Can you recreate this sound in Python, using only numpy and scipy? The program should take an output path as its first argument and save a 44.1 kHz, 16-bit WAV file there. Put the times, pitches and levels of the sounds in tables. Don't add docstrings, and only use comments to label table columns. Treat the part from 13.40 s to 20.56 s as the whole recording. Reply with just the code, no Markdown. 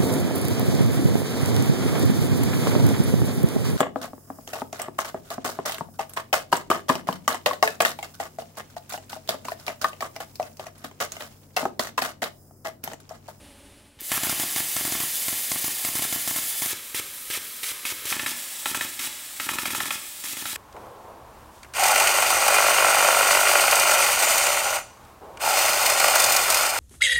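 import sys
import numpy as np
from scipy import signal
from scipy.io import wavfile
from scipy.ndimage import uniform_filter1d

SR = 44100
rng = np.random.default_rng(int(sys.argv[2]) if len(sys.argv) > 2 else 0)


def dump(signal):
    limited = np.clip(np.atleast_2d(signal).T, -1, 1)
    pcm = np.round(limited * 32767).astype(np.int16)
    wavfile.write(sys.argv[1], SR, pcm)


N = 315880
T = np.arange(N) / SR
HZ = np.fft.rfftfreq(4096, 1 / SR)

# (frequency [Hz], relative level [dB])
FAN_COLOUR = [(15, -20), (40, -6), (90, -6.5), (145, -17), (200, -9.5), (450, -19.5), (1000, -23.5),
              (2500, -22), (3000, -20.5), (4200, -25), (6000, -29), (7500, -28), (9400, -22),
              (11000, -27.5), (12500, -34), (15800, -36)]
# (frequency [Hz], width [Hz], gain [dB])
FAN_HUMPS = [(286.4, 22, 12.5), (403, 23, 5.5), (576, 65, 13.5), (843, 66, 8)]
# (time [s], level [dB])
FAN_LEVEL = [(0, -48.5), (.3, -51), (.58, -56.5), (1, -60), (7.16, -61)]
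# (frequency [Hz], t60 [s])
GARAGE_DECAY = [(100, 0.73), (500, 0.45), (2000, 0.59), (6000, 0.64), (15000, 0.3)]
# (time [s], level [dB], frequency [Hz], t60 [s])
BUMPS = [(1, -35, 280, 0.03), (.617, -36, 320, 0.022), (0.57, -39, 85, 0.051)]
# (time [s], relative level [dB])
VALVE_TICKS = [(.6082, -18), (.6146, -20)]
# (time [s], bass level [dB], treble level [dB])
JET_LEVELS = [(0.589, -42, -73), (0.603, -36, -45), (0.63, -38, -37.5), (0.67, -41, -32),
              (0.712, -27, -30.5), (0.9, -28.5, -28.5), (1.8, -30, -26.5), (2.75, -30.5, -29),
              (3.19, -30.5, -27), (3.35, -37, -37), (4.1, -36, -35), (4.6, -33, -36.5), (5.0, -34.5, -31),
              (5.85, -37, -35), (6.8, -39, -35), (7.16, -36, -33.5)]
# (frequency [Hz], jet at each place [dB] x 3, arc at each place [dB] x 3)
JET_ARC_COLOURS = [(40, -25, -53, -51, -28, -40, -51), (99, -13.5, -14.5, -24, 2, -19, -46),
                   (249, -11, -12, -14, -12, -36, 7), (513, -9.5, -8, -8, -7.5, -6, -7),
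                   (844, -6, -12, -15, 8.5, -12, -7), (1250, -9.5, -4.5, -8, 8.5, -0.5, 4.5),
                   (1850, -4.5, -4.5, -6, 7, 1.5, 6), (3320, -4, -3.5, -6.5, 1.5, 1, 5.5),
                   (4300, -4, -6, -7.5, -1.5, -5, 1), (6270, -2.5, -5.5, -10, -0.5, -4.5, 2.5),
                   (7600, -1, -4.5, -4.5, -1, -5.5, 1.5), (11000, -2, -1.5, -9, 1.5, -5.5, 0.5),
                   (13300, 0.5, -0.5, -6.5, 4, -5.5, 1), (14900, -0.5, -4, -9, 0, -5.5, 0),
                   (16300, -3.5, -0.5, -2.5, 4, -11.5, -15)]
# (frequency [Hz], width [Hz], gain [dB])
HOLLOWS = [
    [(464, 270, 0), (644, 49, -1.5), (1010, 34, -9), (1370, 64, 2.5), (1515, 82, -7), (1750, 190, 4),
     (2130, 51, 6), (3023, 69, 7.5), (3500, 160, 5), (5030, 250, 5), (5370, 460, -4.5), (9170, 200, 5),
     (10130, 110, 6), (10980, 470, 5)],
    [(680, 50, -6), (1290, 90, 2), (1440, 58, -10), (2197, 34, 8), (2500, 62, -1), (2800, 41, -7),
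     (3700, 70, 1.5), (3990, 72, 6.5), (7600, 200, 4.5), (8700, 200, 4.5), (10400, 200, 3.5),
     (10800, 240, 3), (12400, 200, -1), (14900, 150, -7)],
    [(273, 88, 1), (480, 140, -9.5), (573, 36, 5.5), (855, 120, 8), (1450, 72, -3), (1526, 52, -8.5),
     (1732, 43, 2), (2520, 29, 4), (3370, 120, 3.5), (3850, 140, 3), (5380, 77, 3.5), (7750, 190, 3),
     (8850, 470, 4), (10700, 290, 5.5)],
]
# (frequency [Hz], relative level [dB], t60 [s])
FRAME_MODES = [
    [(696, -4.5, 0.025), (1081, -1.5, 0.031), (1310, -2.5, 0.013), (2154, 2, 0.017), (2980, -19, 0.017)],
    [(860, -17, 0.033), (1290, 2, 0.016), (2210, 4, 0.031), (2530, 4, 0.026), (3970, -10, .015)],
    [(582, -16, 0.064), (900, -31, 0.053), (1094, -19, 0.08), (1342, 1, 0.023), (1765, 1, 0.027),
     (2520, 0.5, 0.028), (3140, -7, 0.027), (3820, -3, 0.018)],
]
# (frequency [Hz], relative level [dB], t60 [s])
POP_MODES = [
    [(306, 3.5, 0.013), (114.4, -8, 0.019), (840, 4, 0.0069)],
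    [(370, 2.5, 0.012), (114, -6, 0.015), (886, -9.5, 0.023)],
    [(322, 4, 0.012), (109, -11, 0.02), (884, -5.5, 0.014)],
]
# (frequency [Hz], relative level at each place [dB] x 3)
CRACK_COLOURS = [(306, -25, -6, -22.5), (1060, -1, 0.5, 0.5), (2030, 4, -5, 2.5), (4040, 2, -12, -8),
                 (8160, 8, -24, -37), (15800, -20, -18, -38)]
# (attack [s], decay [s], noise trim [dB])
CRACK_SHAPES = [(.0001, 0.005, 4), (.0005, 0.0024, -3.5), (.002, 0.0036, -3)]
# (strike [s], collapse [s], crack [dB], pop [dB], fizz [dB])
ARCS = [(.7171, .7769, -24, -34, -24), (.8334, .8693, -27, -32, -25), (.8949, 0.927, -27, -32, -24.5),
        (0.9974, 1.036, -30, -34, -23.5), (1.161, 1.203, -31, -34, -24), (1.3647, 1.41, -25, -35, -28.5),
        (1.4504, 1.478, -29.5, -33.5, -26), (1.522, 1.552, -29, -33, -29), (1.559, 1.57, -46, -44, -34),
        (1.6024, 1.6356, -31.5, -35.5, -26.5), (1.8823, 1.9277, -27.5, -35, -31),
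        (2.1165, 2.159, -25, -34, -35), (2.243, 2.28, -32, -35, -26.5), (2.4488, 2.487, -27.5, -36, -25),
        (2.553, 2.5932, -30, -33.5, -25), (2.6215, 2.6511, -28, -35.5, -24),
        (2.726, 2.7604, -28, -35, -25.5), (2.8758, 2.91, -27, -35.5, -24.5),
        (2.961, 2.9867, -28.5, -38, -25), (3.22, 3.2594, -29.5, -36, -24),
        (3.2595, 3.3304, -37, -35, -29.5), (3.5451, 3.597, -41, -35.5, -26.5),
        (3.901, 3.9741, -38, -36.5, -28.5), (4.2313, 4.316, -41, -45, -29.5),
        (4.452, 4.522, -24, -36.5, -28.5), (4.6535, 4.72, -42, -38.5, -29.5),
        (4.724, 4.7653, -21.5, -33.5, -33.5), (4.794, 4.832, -21.5, -36, -35),
        (4.8612, 4.915, -21, -39, -29), (5.2566, 5.3141, -20, -35, -30),
        (5.3452, 5.3734, -21.5, -34.5, -30), (5.409, 5.449, -20, -37, -32), (5.592, 5.673, -34, -40, -31),
        (5.998, 6.0662, -22.5, -35.5, -33), (6.0887, 6.1153, -21, -34.5, -30.5),
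        (6.1335, 6.155, -28, -35, -30.5), (6.1844, 6.2317, -21, -34, -32), (6.2545, 6.28, -20, -35, -30),
        (6.303, 6.3321, -30, -32.5, -31), (6.3479, 6.382, -23.5, -35, -29.5),
        (6.4025, 6.4324, -19.5, -36, -31.5), (6.455, 6.4807, -29, -36.5, -31.5),
        (6.5057, 6.5556, -18.5, -42, -31.5), (6.8385, 6.932, -34.5, -40.5, -33),
        (6.968, 7.0229, -34, -37.5, -34.5), (7.0543, 7.13, -25.5, -39, -34), (7.157, 7.187, -27, -39, -35)]
STRIKE, COLLAPSE, CRACK_DB, POP_DB, FIZZ_DB = np.transpose(ARCS)

CHANGES_S, CROSSFADE_S = [3.3, 4.715], 0.047
REVERB_DB, ROAR_TRIM_DB = [-10, -9, -7], [-11.5, -5, -5]
THUMP_DB, COLLAPSE_RING_DB = [1.5, 0.5, -4], [3, -3, 6]
THUMP_LAG_S = [0.00017, 0.00026, 0.00312]

SAG_DB, SAG_S = -1, 0.06
HEAT_DB, HEAT_S = 2.5, 0.062
PIERCE_DB, PIERCE_S = 6, 0.6
LINGER_S = 0.0027
REFILL_S = 0.0099


def amp(db):
    return 10 ** (np.asarray(db) / 20)


def curve(points, hz=HZ):
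    f, value = np.transpose(points)
    return np.interp(np.log(hz + 1), np.log(f + 1), value)


def tone(table, column):
    return amp(curve(np.array(table)[:, [0, column]]))


def humps(bells):
    return amp(sum(db / (1 + (2 * (HZ - hz) / width) ** 2) for hz, width, db in bells))


def coloured(x, gain):
    log_gain = np.log(np.maximum(gain / gain.max(), 1e-5))
    mirrored = np.concatenate([log_gain, log_gain[-2:0:-1]])
    taps = np.fft.ifft(np.exp(np.conj(signal.hilbert(mirrored)))).real
    return signal.oaconvolve(x, taps / np.linalg.norm(taps))[:N]


def crossover(bass, treble, gain):
    low = 1 / (1 + (HZ / 4000) ** 4)
    share = np.sum(gain ** 2 * low) / np.sum(gain ** 2)
    return (np.sqrt(share) * coloured(bass, gain * np.sqrt(low))
            + np.sqrt(1 - share) * coloured(treble, gain * np.sqrt(1 - low)))


def train(times, sizes):
    at = np.round(np.asarray(times) * SR).astype(int)
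    return np.bincount(at[at < N], np.broadcast_to(sizes, at.shape)[at < N], N)


def trigger(hits, shape):
    return signal.oaconvolve(hits, shape)[:N]


def ring(hz, db, t60, rise=0.0001):
    t = T[:4000]
    return amp(db - 60 * t / t60) * np.sin(2 * np.pi * hz * t) * (1 - np.exp(-t / rise))


def waver(span, depth_db):
    drift = uniform_filter1d(rng.standard_normal(N), span)
    return amp(depth_db * drift / np.sqrt(np.mean(drift ** 2)))


def flutter(span, depth_db):
    return rng.standard_normal(N) * waver(span, depth_db)


def fan():
    level = amp(np.interp(T, *np.transpose(FAN_LEVEL)))
    return level * coloured(flutter(1700, 0.65), tone(FAN_COLOUR, 1) * humps(FAN_HUMPS))


def garage(x):
    taps = np.zeros(SR)
    slots = np.arange(300, SR - 20, 20)
    taps[slots + rng.integers(0, 20, len(slots))] = rng.choice([-1., 1.], len(slots))
    hz, t, bands = signal.stft(taps, SR, nperseg=256)
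    decay = amp(-60 * t / curve(GARAGE_DECAY, hz)[:, None])
    tail = signal.istft(bands * decay, SR, nperseg=256)[1]
    return signal.fftconvolve(x, tail / np.linalg.norm(tail))[:N]


def bumps():
    return sum(trigger(train([s], 1), ring(hz, db, t60)) for s, db, hz, t60 in BUMPS)


def valve():
    times, levels = np.transpose(VALVE_TICKS)
    return trigger(train(times, amp(levels)), ring(hz=13500, db=9, t60=0.0007, rise=0.00002))


def air_jet():
    times, *faders = np.transpose(JET_LEVELS)
    sag_db = trigger(train(COLLAPSE, SAG_DB), np.exp(-T[:30000] / SAG_S))
    heat_db = trigger(train(COLLAPSE, HEAT_DB), np.exp(-T[:30000] / HEAT_S))
    bass, treble = (amp(np.interp(T, times, db, left=-120) + sag_db) for db in faders)
    return bass * amp(heat_db) * flutter(770, 0.76), treble * flutter(790, 0.94)


def frame_ring(place):
    knocks = train(STRIKE, amp(CRACK_DB)) - train(COLLAPSE, amp(POP_DB + COLLAPSE_RING_DB[place]))
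    attack = CRACK_SHAPES[place][0]
    return trigger(knocks, sum(ring(*mode, rise=attack) for mode in FRAME_MODES[place]))


def gas_pops(place):
    pause = np.maximum(STRIKE - np.append(0, COLLAPSE[:-1]), 0)
    refilled = 1 - np.exp(-(pause / REFILL_S) ** 2)
    thumps = train(STRIKE + THUMP_LAG_S[place], amp(POP_DB + THUMP_DB[place]) * refilled)
    suction = train(COLLAPSE, amp(POP_DB))
    body = amp(10.5) * sum(ring(*mode, rise=0.00066) for mode in POP_MODES[place])
    return trigger(thumps - suction, body)


def strike_cracks(place):
    attack, decay, trim_db = CRACK_SHAPES[place]
    burst = (1 - np.exp(-T[:900] / attack)) * np.exp(-T[:900] / decay)
    envelope = trigger(train(STRIKE, amp(CRACK_DB + trim_db)), burst / burst.max())
    return envelope * rng.standard_normal(N)


def arc_roar():
    on = train(STRIKE, amp(FIZZ_DB))
    off = train(COLLAPSE + LINGER_S, amp(FIZZ_DB))
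    surge = trigger(on, 0.16 * np.exp(-T[:3000] / 0.0032))
    rush = trigger(off, 0.48 * np.exp(-T[:3000] / 0.006))
    flame = uniform_filter1d(np.cumsum(on - off) + surge + rush, 40)
    sputter = waver(span=600, depth_db=1.02)
    piercing = amp(PIERCE_DB * np.exp(-((T - STRIKE[0]) / PIERCE_S) ** 2))
    return flame * piercing * sputter * flutter(120, 2.9), flame * np.sqrt(sputter) * flutter(40, 2.0)


def torch(place, jet, arc):
    hollows = humps(HOLLOWS[place])
    arc_bass, arc_treble = arc
    arc_eq = tone(JET_ARC_COLOURS, 4 + place) * hollows
    hiss = crossover(*jet, tone(JET_ARC_COLOURS, 1 + place) * hollows)
    roar = crossover(amp(ROAR_TRIM_DB[place]) * arc_bass, arc_treble, arc_eq)
    cracks = coloured(strike_cracks(place), tone(CRACK_COLOURS, 1 + place) * hollows)
    pops = coloured(gas_pops(place), hollows)
    return hiss + roar + cracks + pops + frame_ring(place)


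def scene():
    changes = [np.clip((T - s) / CROSSFADE_S + 0.5, 0, 1) for s in CHANGES_S]
    arrived = [np.ones(N), *changes, np.zeros(N)]
    work, jet, arc = bumps() + valve(), air_jet(), arc_roar()
    for place in range(3):
        direct = torch(place, jet, arc)
        fader = np.sqrt(arrived[place] - arrived[place + 1])
        work += fader * (direct + amp(REVERB_DB[place]) * garage(direct))
    low_cut = signal.butter(2, 90, "high", fs=SR, output="sos")
    mix = fan() + signal.sosfilt(low_cut, work)
    return np.array([mix, mix])


def record(dry):
    high_cut = signal.firwin(1023, 15790, window=("kaiser", 9), fs=SR)
    return signal.oaconvolve(dry, high_cut[None], "same")


dry = scene()
out = record(dry)
dump(out)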